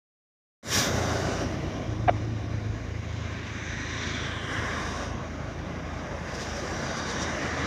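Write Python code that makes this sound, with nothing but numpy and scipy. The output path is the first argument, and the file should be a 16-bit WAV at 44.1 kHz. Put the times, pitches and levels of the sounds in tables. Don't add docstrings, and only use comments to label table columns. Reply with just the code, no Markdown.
import sys
import numpy as np
from scipy import signal
from scipy.fft import rfft, irfft, next_fast_len
from scipy.io import wavfile

SR = 44100
rng = np.random.default_rng(int(sys.argv[2]) if len(sys.argv) > 2 else 0)


def generate_wav(signal):
    frames = np.transpose(np.atleast_2d(signal))
    scaled = np.clip(frames, -1, 1) * 32767
    pcm = np.round(scaled).astype(np.int16)
    wavfile.write(sys.argv[1], SR, pcm)


def rack_gain(trim_db):
    fader = np.asarray(trim_db, float)
    return 10 ** (fader / 20)


N = 337806


def rms_one(x):
    return x / np.sqrt(np.mean(x ** 2) + 1e-20)


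def in_time(rows):
    s, *columns = np.transpose(rows)
    return [np.interp(np.arange(N) / SR, s, c) for c in columns]


def at_hz(points, hz):
    point_hz, point_db = np.transpose(points)
    return np.interp(np.log(hz), np.log(point_hz), point_db, left=-90, right=-90)


def drift(rate_hz):
    r = np.exp(-80 * np.pi * rate_hz / SR)
    noise = rng.standard_normal(N // 40 + 2002)
    slow = signal.lfilter([1], [1, -2 * r, r * r], noise)[2000:]
    return np.interp(np.arange(N) / 40, np.arange(len(slow)), rms_one(slow))


def resonance(x, hz, width_hz):
    r = np.exp(-np.pi * width_hz / SR)
    feedback = [1, -2 * r * np.cos(2 * np.pi * hz / SR), r * r]
    return signal.lfilter([(1 - r * r) / 2, 0, (r * r - 1) / 2], feedback, x)


# t/s, rise of mist level/dB, length/s between the 1/e points of the rise
PUDDLES = [(3.132, 3, 0.017), (4.8, 2, 0.03), (4.97, 3, 0.03), (5.058, 5, 0.037), (6.35, 6.5, 0.027),
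           (6.418, 5.5, 0.055), (6.568, 4, 0.029), (6.98, 5, 0.039), (7.1, 4.5, 0.056), (7.228, 7.5, 0.042)]


def splash_rise_db():
    t = np.arange(N) / SR
    return sum(rise_db * np.exp(-((t - s) / (length_s / 2)) ** 2) for s, rise_db, length_s in PUDDLES)


# comes into view t/s, hidden by the car body
# t/s, tyre roar level/dB, rise while nearing/(dB/s) at steepness 1, body, spray and mist level/dB
# against the roar (each part takes its share), time constant of slipping out of view/s
TRAFFIC_SWELLS = [(0.732, 0.786, -30.5, 104, -6.5, 3, -3, 0.096),
                  (0.952, 1.378, -35.5, 21, 5.5, -4.5, -19.5, 0.098),
                  (3.163, 3.6, -55, 53, -14.5, -4, -38, .4),
                  (4.06, 4.195, -38.5, 9.5, -13.5, -10.5, -32, 0.33),
                  (4.53, 5.016, -33.5, 32, -3, -15, -25.5, 0.081),
                  (6.396, 6.76, -45, 40, -4, -3.5, -17, .15),
                  (6.903, 7.384, -39.5, 15, 1.5, -4.5, -23.5, 0.25),
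                  (7.66, 7.996, -31.5, 6, -2.5, -12.5, -30, 0.11)]
# level/dB against roar, share of body, of spray,
# of mist, steepness of nearing, loss when hidden/dB, loss while leaving/(dB/s), far traffic level/dB
PART_MIX = [(-0.5, 1, 0.013, 0.17, 0.43, -1, 7, -44), (0.1, 0.98, 0.00049, 0.025, 0.74, 9.5, 6, -65),
            (-1.5, -0.5, 0.12, 0, 1.056, 7.5, 10.5, -50), (-4.5, -0.63, 0.66, 0.07, 2, 16.5, 8.5, -58.5),
            (0, -0.23, 0.99, 0.018, 1.63, 13.5, 19.5, -57.5),
            (0, 0.047, 0.021, 0.94, 1.37, 18, 19.5, -77.5), (-6.5, 0.048, 0, 1.47, 1.9, 12.5, 28.5, -91.5)]


def part_powers():
    t = np.arange(N) / SR
    sag_db_per_s = 5
    (offset_db, body_share, spray_share, mist_share,
     steep, hidden_db, leave_db, far_db) = np.transpose(PART_MIX)[:, :, None]
    powers = rack_gain(2 * far_db) * np.ones(N)
    for seen, hidden, roar_db, rise_db, body_db, spray_db, mist_db, hiding_s in TRAFFIC_SWELLS:
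        early, late = np.maximum(seen - t, 0), np.maximum(t - hidden, 0)
        in_view = np.clip(t - seen, 0, hidden - seen)
        loss_db = steep * (rise_db * early + sag_db_per_s * in_view)
        loss_db = loss_db + hidden_db * (1 - np.exp(-(late / hiding_s) ** 2)) + leave_db * late
        colour_db = offset_db + body_share * body_db + spray_share * spray_db + mist_share * mist_db
        powers += rack_gain(2 * (roar_db + colour_db - loss_db))
    splash_db = splash_rise_db()
    for part, share in [(3, 0.25), (4, 0.91), (5, 1)]:
        powers[part] *= rack_gain(2 * share * splash_db)
    return powers


# f/Hz, relative level/dB per Hz
RUMBLE_COLOUR = [(35, -44), (50, -9.5), (120, -2), (300, -2.5), (450, -8.5), (800, -18)]
DRONE_COLOUR = [(250, -32), (420, -3.5), (650, -5.5), (950, -6), (1500, -6)]
ROAR_COLOUR = [(600, -16.5), (1000, 2), (1600, -0.5), (2400, -6), (3500, -17.5), (5000, -48)]
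SWISH_COLOUR = [(1800, -14), (2700, 1), (3300, -2), (4200, -2.5), (5200, -36)]
SPRAY_COLOUR = [(3500, -4.5), (4600, -2), (6000, 2), (6900, -4), (7600, -14.5), (9500, -36)]
MIST_COLOUR = [(5500, -9.5), (7500, -1), (9300, -14), (11000, -15), (14500, -28), (17000, -37.5)]
HAZE_COLOUR = [(9500, -25), (11000, -5), (14500, -2), (17000, -5)]


def traffic(shared_db=0.62, patchy_db=0.93, slow_db=1.3):
    size = next_fast_len(N)
    hz = np.maximum(np.arange(size // 2 + 1) * SR / size, 1)
    colours = [RUMBLE_COLOUR, DRONE_COLOUR, ROAR_COLOUR, SWISH_COLOUR,
               SPRAY_COLOUR, MIST_COLOUR, HAZE_COLOUR]
    totals = [np.sum(rack_gain(at_hz(c, hz)) ** 2) for c in colours]
    powers = part_powers()
    white = rfft(rng.standard_normal(size)) * np.sqrt(size / 2)
    out, together = np.zeros(N), drift(16.0)
    for centre in 2 ** np.arange(5, 14.1, 1 / 6):
        steps = np.clip(np.log2(hz / centre) * 6, -1, 1)
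        overlap = np.cos(np.pi / 2 * steps) ** 2
        band = irfft(white * overlap, size)[:N]
        shares = np.array([rack_gain(2 * at_hz(c, centre)) for c in colours]) / totals
        flicker_db = shared_db * together + patchy_db * drift(8.7) + slow_db * drift(1.84)
        out += band * np.sqrt(shares @ powers) * rack_gain(flicker_db)
    return out


# t/s, lag/ms, strength (0-1)
ROAD_REFLECTION = [(.63, 0.55, 0.41), (1.5, 0.57, 0.06), (3.2, 0.46, 0.12), (3.8, 0.5, 0.44),
                   (4.5, 0.58, 0.4), (5.3, 0.59, 0.01), (7.66, 0.56, 0.33)]


def road_echo(x, dull_hz=3600):
    lag_ms, strength = in_time(ROAD_REFLECTION)
    dull = signal.sosfiltfilt(signal.butter(2, dull_hz, fs=SR, output="sos"), x)
    late = np.interp(np.arange(N) - lag_ms * SR / 1000, np.arange(N), dull)
    return (x + strength * late) / np.sqrt(1 + strength ** 2)


# start t/s, end t/s, start f/Hz, end f/Hz,
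# width f/Hz, level/dB
TYRE_SINGING = [(3.85, 4.68, 3750, 2900, 520, -44), (4.42, 4.88, 1650, 1300, 720, -34.5),
                (3.45, 4.3, 6200, 5750, 500, -52.5), (4.42, 5.3, 1120, 1060, 190, -40),
                (3.4, 5.2, 7700, 8350, 350, -67), (6.85, 7.35, 3760, 3700, 130, -51),
                (.75, 1.45, 670, 610, 170, -40.5), (.66, .95, 1700, 1500, 370, -39),
                (7.2, 8.1, 1800, 1650, 890, -40), (4.6, 5.15, 3800, 3700, 370, -53),
                (4.6, 5.15, 5400, 5700, 1670, -47.5), (6.78, 7.3, 5950, 5750, 450, -50),
                (6.78, 7.18, 4800, 4650, 320, -48.5)]


def singing():
    t, out = np.arange(N) / SR, np.zeros(N)
    for start, end, start_hz, end_hz, width_hz, level_db in TYRE_SINGING:
        along = np.clip((t - start) / (end - start), 0, 1)
        phase = 2 * np.pi * np.cumsum(start_hz + (end_hz - start_hz) * along) / SR
        low_pass = signal.butter(2, width_hz / 2, fs=SR, output="sos")
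        a, b = signal.sosfilt(low_pass, rng.standard_normal((2, N)))
        tone = rms_one(a * np.sin(phase) + b * np.cos(phase))
        swell = np.abs(np.sin(np.pi * along)) ** 0.55
        out += rack_gain(level_db) * swell * tone
    return out


# f/Hz, width f/Hz, level/dB
ROAD_TONE = [(443.6, 44, -5.5), (640, 128, 3), (948, 108, -5), (1326, 423, -7.5), (2603, 100, -8.5),
             (3710, 62, 4.5), (4315, 290, -5.5), (4870, 120, 3), (5820, 340, 2.5), (7710, 840, -5),
             (9260, 380, 5.5)]


def road_tone(x):
    for hz, width_hz, gain_db in ROAD_TONE:
        x = x + (rack_gain(gain_db) - 1) * resonance(x, hz, width_hz)
    return x


# start t/s, end t/s, start f/Hz, end f/Hz, peak level/dB before wavering
DRIVELINE_HUMS = [(0.899, 2.689, 322, 301, -40), (5.395, 6.297, 167.2, 168.9, -43),
                  (6.705, 7.05, 233.2, 227.6, -37.5)]


def hums():
    t, out = np.arange(N) / SR, np.zeros(N)
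    for start, end, start_hz, end_hz, level_db in DRIVELINE_HUMS:
        along = np.clip((t - start) / (end - start), 0, 1)
        turns = np.cumsum(start_hz + (end_hz - start_hz) * along) / SR + 0.081 * drift(9.6)
        swell = np.sin(np.pi * along) ** 0.35
        out += rack_gain(level_db + 2.4 * drift(4.0)) * swell * np.sin(2 * np.pi * turns)
    return out


# t/s, slip rate f/Hz, drive level/dB
CREAK_SLIPS = [(2.077, 850, -16), (2.079, 820, -10), (2.0828, 810, -5), (2.0842, 580, 0), (2.0862, 730, -4),
               (2.0915, 750, -5), (2.093, 580, -1), (2.0952, 720, 2.5), (2.0972, 700, -18),
               (2.106, 650, -26)]
# f/Hz, width f/Hz per pass, level/dB
HOLLOW_BODY = [(560, 303, -0.5), (706, 450, 0.5), (917, 170, -5), (1460, 170, -11), (2260, 210, -12.5),
               (3550, 230, -23)]


def creak(rough=0.58, soft_hz=3700):
    rate_hz, level_db = in_time(CREAK_SLIPS)
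    t = np.arange(N) / SR
    started, unfinished = t > CREAK_SLIPS[0][0], t < CREAK_SLIPS[-1][0]
    turns = np.cumsum(rate_hz * started) / SR
    slips = np.diff(np.floor(turns + .5), prepend=0) > 0
    drive = rms_one(1. * slips) + rough * rng.standard_normal(N)
    drive = drive * rack_gain(level_db) * started * unfinished + 1e-18
    drive = signal.sosfilt(signal.butter(6, soft_hz, fs=SR, output="sos"), drive)
    return sum(rack_gain(db) * resonance(resonance(drive, hz, width_hz), hz, width_hz)
               for hz, width_hz, db in HOLLOW_BODY)


# t/s, firing rate f/Hz, level/dB of its 2nd, 3rd and 4th multiple before wavering
ENGINE_THROB = [(0.7, 29.62, -50, -40.5, -37.5), (1.25, 28.93, -44, -39, -36),
                (1.65, 28.4, -43, -41.5, -42.5), (2.0, 27.55, -40, -40, -32), (2.5, 26.89, -45.5, -39, -31),
                (2.8, 26.9, -39.5, -41.5, -36.5), (3.3, 26.97, -61, -40, -39),
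                (3.7, 26.97, -44.5, -44, -44), (4.4, 26.92, -49, -40.5, -43), (4.89, 26.8, -41, -40.5, -46),
                (5.5, 27.06, -43, -40.5, -47.5), (6.2, 27.12, -43.5, -43.5, -58),
                (6.95, 26.97, -48, -45, -58), (7.5, 26.6, -51, -41, -50)]


def engine():
    fifth_db, shake_db = -8.5, -4
    waver_db, firing_spread_db = 2, 1.5
    waver_turns, loose_turns = 0.017, 0.064
    firing_hz, second_db, third_db, fourth_db = in_time(ENGINE_THROB)
    turns = np.cumsum(firing_hz) / SR + rng.random() + waver_turns * drift(3.7)
    strengths_db = firing_spread_db * rng.standard_normal(int(turns[-1]) + 3)
    shake_band = signal.butter(2, [48.0, 125.0], "band", fs=SR, output="sos")
    shake = signal.sosfilt(shake_band, rng.standard_normal(N))
    throbbing_shake = rms_one(shake * (1 + 1.7 * np.cos(2 * np.pi * turns)))
    out = rack_gain(third_db + shake_db) * throbbing_shake
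    for multiple, level_db in enumerate([second_db, third_db, fourth_db, third_db + fifth_db], start=2):
        phase = multiple * turns + loose_turns * drift(3.3)
        level = np.sqrt(2) * rack_gain(level_db + waver_db * drift(18.0))
        out += level * np.sin(2 * np.pi * phase)
    return out * rack_gain(np.interp(turns, np.arange(len(strengths_db)), strengths_db))


def microphone_hiss():
    return rack_gain(-76) * rng.standard_normal(N)


def fade_in():
    start_s, first_share, full_rise_s = .628, 0.11, 0.16
    since = np.arange(N) / SR - start_s
    return np.clip(first_share + since / full_rise_s, 0, 1) * (since > 0)


def scene():
    road = road_tone(road_echo(traffic()) + singing())
    mix = road + hums() + engine() + creak() + microphone_hiss()
    return (mix * fade_in())[None]


def band_limit(x):
    return signal.sosfilt(signal.butter(12, 15890, fs=SR, output="sos"), x)


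def record(dry):
    x = signal.sosfilt(signal.butter(4, 46.0, "high", fs=SR, output="sos"), dry)
    x = signal.sosfilt(signal.cheby2(12, 60, 15900, fs=SR, output="sos"), x)
    return band_limit(x)


dry = scene()
out = record(dry)
generate_wav(out)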